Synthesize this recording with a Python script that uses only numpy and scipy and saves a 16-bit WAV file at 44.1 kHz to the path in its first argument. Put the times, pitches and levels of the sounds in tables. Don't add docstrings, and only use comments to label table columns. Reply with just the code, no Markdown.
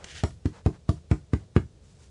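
import sys
import numpy as np
from scipy import signal
from scipy.fft import rfft, irfft, next_fast_len
from scipy.io import wavfile
from scipy.ndimage import uniform_filter1d

SR = 44100
rng = np.random.default_rng(int(sys.argv[2]) if len(sys.argv) > 2 else 0)


def waveform_to_disk(signal):
    frames = np.transpose(np.atleast_2d(signal))
    scaled = np.clip(frames, -1, 1) * 32767
    samples = np.round(scaled).astype(np.int16)
    wavfile.write(sys.argv[1], SR, samples)


N = 92610

# (time [s], thump [dB], push length [ms], knock [dB], knock tilt [dB/octave], bin ring [dB],
# slap [dB], crack [dB], puff [dB], pop of trapped air [Hz], pop [dB])
PATS = [(0.2354, -14.5, 1.38, -15.5, -0.5, -35, -24.5, -27, -31.5, 800, -27.5),
        (0.4558, -15.5, 1.65, -10.5, -58, -28.5, -46, -35.5, -39.5, 1747, -43),
        (0.661, -11, 1.5, -15.5, 4, -21, -24, -36.5, -39.5, 720, -21),
        (0.8908, -11, 1.09, -26, 0.5, -24.5, -28, -36.5, -34.5, 1165, -25),
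        (1.1130, -9.5, 1.24, -30.5, -3, -21, -30, -30, -38, 710, -25),
        (1.334, -12.5, 1.24, -11.5, -13, -29, -36, -36, -40, 1200, -31),
        (1.5633, -7.5, 0.89, -12, 2, -26.5, -27, -25, -40.5, 1187, -24)]
# (delay [s], gain [ratio])
BIN_ECHOES = [(.0079, .15), (0.0115, .3), (0.0164, .16)]
# (frequency [Hz], level [dB], t60 [s])
KNOCK_MODES = [(260, 7.5, 0.028), (348.6, -2, 0.064), (409, -1.5, 0.055)]
BIN_MODES = [(147.7, -1.5, 0.19), (188, -5.5, 0.17), (307, 3.5, 0.12), (375.5, -4, 0.13), (439, -2.5, 0.09),
             (619, -10, 0.071), (830, -21, 0.035), (914, -12, 0.059), (1213, -15.5, .08), (1280, -39, 0.1)]
# (time [s], level [dB])
CRACKLES = [(0.0425, -27), (0.306, -48)]
# (start [s], rise [s], hold [s], release [s], level [dB])
POWDER_SLIDES = [(.045, 0.069, 0.005, 0.02, -45.5), (.125, 0.039, 0.02, 0.059, -43)]
SKIN_BRUSHES = [(-.02, 0.026, 0.035, 0.12, -52), (.51, 0.042, 0.026, 0.05, -52),
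                (.715, 0.026, 0.021, 0.019, -56.5), (.93, 0.027, 0.024, 0.017, -62),
                (1.39, 0.0068, 0.027, 0.043, -61.5)]
SPONGE_TURNS = [(1.81, 0.036, 0.069, 0.067, -66.5), (1.94, 0.085, 0.017, 0.073, -61.5)]
AIR_WAFTS = [(.09, .03, .08, .03, -48.5), (.28, .03, .07, .03, -45.5), (1.9, 0.019, 0.034, 0.038, -54.5)]
# (frequency [Hz], relative level [dB])
PALM_SPECTRUM = [(200, -2.5), (450, 1), (560, -5.5), (680, 5), (920, -8.5), (1040, 0), (1200, -18.5),
                 (1500, -15), (3000, -40.5)]
FINGER_SPECTRUM = [(600, -5), (1300, 13), (1900, 10.5), (3000, 2.5), (4500, -8.5), (9000, -90)]
POWDER_SPECTRUM = [(20, -59), (1000, -26.5), (3000, 6.5), (5000, 9), (7500, 6), (10500, -5.5)]
SQUEEZE_SPECTRUM = [(20, -38), (60, 0.5), (150, -10.5), (400, -22), (1000, -19), (3000, -27.5),
                    (10000, -38)]
CRACKLE_SPECTRUM = [(200, -1.5), (900, -8.5), (2000, -3), (3200, -6.5), (5000, -11), (8000, -10),
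                    (10500, -31)]
SLIDE_SPECTRUM = [(180, -63), (300, -5), (343, -19), (497, -5), (544, -17), (650, -7.5), (1050, -18),
                  (1610, -2), (2560, -5.5), (3010, -0.5), (4050, -8), (6520, -9), (10500, -22.5),
                  (13600, -54), (22000, -120)]
BRUSH_SPECTRUM = [(150, 0.5), (500, 6), (1300, 0.5), (3000, -9.5), (7000, -14.5), (10500, -26)]
TURN_SPECTRUM = [(300, -2), (1200, -2.5), (3000, -5), (7500, -2.5), (10500, -13)]
WAFT_SPECTRUM = [(30, -25), (70, 7.5), (110, 0), (160, -5), (260, -25), (1000, -50)]
ROOM_TONE_SPECTRUM = [(20, -31), (45, -6), (80, -2.5), (115, -10), (170, -13), (260, -24), (450, -21),
                      (650, -29.5), (1000, -36.5), (2000, -41.5), (4000, -39), (8000, -42.5), (10500, -50)]
# (frequency [Hz], t60 [s])
ROOM_DECAY = [(60, 0.21), (140, 0.36), (250, .14), (500, 0.15), (1500, 0.17), (5000, 0.13), (10000, 0.27)]

CONTACT_LAG_S, CONTACT_RISE_S = 0.00061, 0.00043
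SLAP_T60, CRACK_T60, PUFF_T60, POP_T60 = 0.05, 0.03, 0.022, 0.028
SQUEEZE_DB, SETTLE_DB = -33.5, -12.5
LOW_WET_DB, SKIN_WET_DB, PUFF_WET_DB = -14, -5.5, -3
MIC_LOW_CUT_HZ, TOP_HZ = 70.3, 10750


def pats():
    out, t = np.zeros(N), np.arange(N) / SR
    palm, fingers = noise(PALM_SPECTRUM), noise(FINGER_SPECTRUM)
    powder, air = noise(POWDER_SPECTRUM), noise(SQUEEZE_SPECTRUM)
    for (start, thump_db, length_ms, knock_db, tilt_db, bin_db,
         slap_db, crack_db, puff_db, pop_hz, pop_db) in PATS:
        touch = start + CONTACT_LAG_S
        squeeze = amp(thump_db + SQUEEZE_DB) * air * np.exp(-np.abs(t - start) / 0.0063)
        knock = amp(knock_db) * ring(KNOCK_MODES, start, rise=0.0065, tilt_db=tilt_db)
        low = amp(thump_db) * thump(start, length_ms) + knock
        bin_ring = amp(bin_db) * ring(BIN_MODES, start, rise=0.0092, tilt_db=0)
        pop_tone = np.sin(2 * np.pi * pop_hz * since(touch))
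        pop = amp(pop_db) * pop_tone * burst(touch, CONTACT_RISE_S, POP_T60)
        slap = amp(slap_db) * palm * burst(touch, CONTACT_RISE_S, SLAP_T60)
        crack = amp(crack_db) * fingers * burst(touch, CONTACT_RISE_S, CRACK_T60)
        skin = slap + crack
        puff = amp(puff_db) * powder * burst(touch, CONTACT_RISE_S, PUFF_T60)
        settling = amp(puff_db + SETTLE_DB) * powder * burst(touch, rise=0.06, t60=0.27)
        out += squeeze + low + pop + skin + puff + settling + bin_ring
        out += 0.12 * delayed(skin + pop, seconds=0.013)
        out += room(amp(LOW_WET_DB) * low + amp(SKIN_WET_DB) * skin + amp(PUFF_WET_DB) * puff)
    return out


def thump(start, length_ms):
    age = np.arange(SR // 4) / SR * 1000 / length_ms
    low_cut = signal.butter(4, MIC_LOW_CUT_HZ, 'high', fs=SR, output='sos')
    push = signal.sosfilt(low_cut, age ** 2 * np.exp(-age))
    push /= np.abs(push).max()
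    return delayed(push, start) + sum(gain * delayed(push, start + lag) for lag, gain in BIN_ECHOES)


def ring(modes, start, rise, tilt_db):
    t = since(start)
    scatter_db = 1.2 * rng.standard_normal(len(modes))
    live = (t > 0) & (t < 0.5)
    age, out = t[live], np.zeros(N)
    for (hz, db, t60), offset_db in zip(modes, scatter_db):
        level_db = db + offset_db + tilt_db * np.log2(hz / modes[0][0])
        out[live] += amp(level_db - 60 * age / t60) * np.sin(2 * np.pi * hz * age)
    return out * (1 - np.exp(-t / rise))


def crackles():
    ticks = noise(CRACKLE_SPECTRUM) * sum(amp(db) * burst(s, rise=0.0006, t60=0.018) for s, db in CRACKLES)
    return ticks + amp(-6.5) * room(ticks)


def rubbing(strokes, spectrum, grain_db):
    t = np.arange(N) / SR
    level = sum(amp(db) * np.interp(t, start + np.cumsum([0, rise, hold, release]), [0, 1, 1, 0])
                for start, rise, hold, release, db in strokes)
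    grains = uniform_filter1d(rng.standard_normal(N), size=40)
    hiss = noise(spectrum) * amp(grain_db * grains / grains.std())
    return level * hiss / hiss.std()


def room(x):
    hz, t, bins = signal.stft(rng.standard_normal(SR // 2), SR, nperseg=512)
    decay = amp(-60 * t / along(ROOM_DECAY, hz)[:, None])
    tail = signal.istft(bins * decay, SR, nperseg=512)[1]
    tail *= 1 - np.exp(-np.arange(len(tail)) / SR / .008)
    return signal.fftconvolve(x, tail / np.linalg.norm(tail))[:N]


def room_tone():
    return amp(-54) * noise(ROOM_TONE_SPECTRUM)


def amp(db):
    return 10 ** (np.asarray(db) / 20)


def along(points, hz):
    freqs, values = np.transpose(points)
    return np.interp(np.log(hz + 1), np.log(freqs + 1), values)


def noise(spectrum):
    size = next_fast_len(N + SR // 4)
    gain = amp(along(spectrum, np.fft.rfftfreq(size, 1 / SR)))
    x = irfft(rfft(rng.standard_normal(size)) * gain, size)[:N]
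    return x / x.std()


def since(start):
    return np.maximum(np.arange(N) / SR - start, 0)


def burst(start, rise, t60):
    t = since(start)
    return (1 - np.exp(-t / rise)) * amp(-60 * t / t60)


def delayed(x, seconds):
    return np.interp(np.arange(N) - seconds * SR, np.arange(len(x)), x, left=0, right=0)


def scene():
    handling = (rubbing(POWDER_SLIDES, SLIDE_SPECTRUM, grain_db=1.5)
                + rubbing(SKIN_BRUSHES, BRUSH_SPECTRUM, grain_db=1.5)
                + rubbing(SPONGE_TURNS, TURN_SPECTRUM, grain_db=2.5))
    sponge = pats() + crackles() + handling
    wafts = rubbing(AIR_WAFTS, WAFT_SPECTRUM, grain_db=0)
    return (sponge + wafts + room_tone())[None]


def record(dry):
    size = next_fast_len(N + SR // 4)
    hz = np.fft.rfftfreq(size, 1 / SR)
    passband = np.clip((TOP_HZ - hz) / 200 + .5, 0, 1)
    return irfft(rfft(dry, size) * passband, size)[:, :N]


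dry = scene()
out = record(dry)
waveform_to_disk(out)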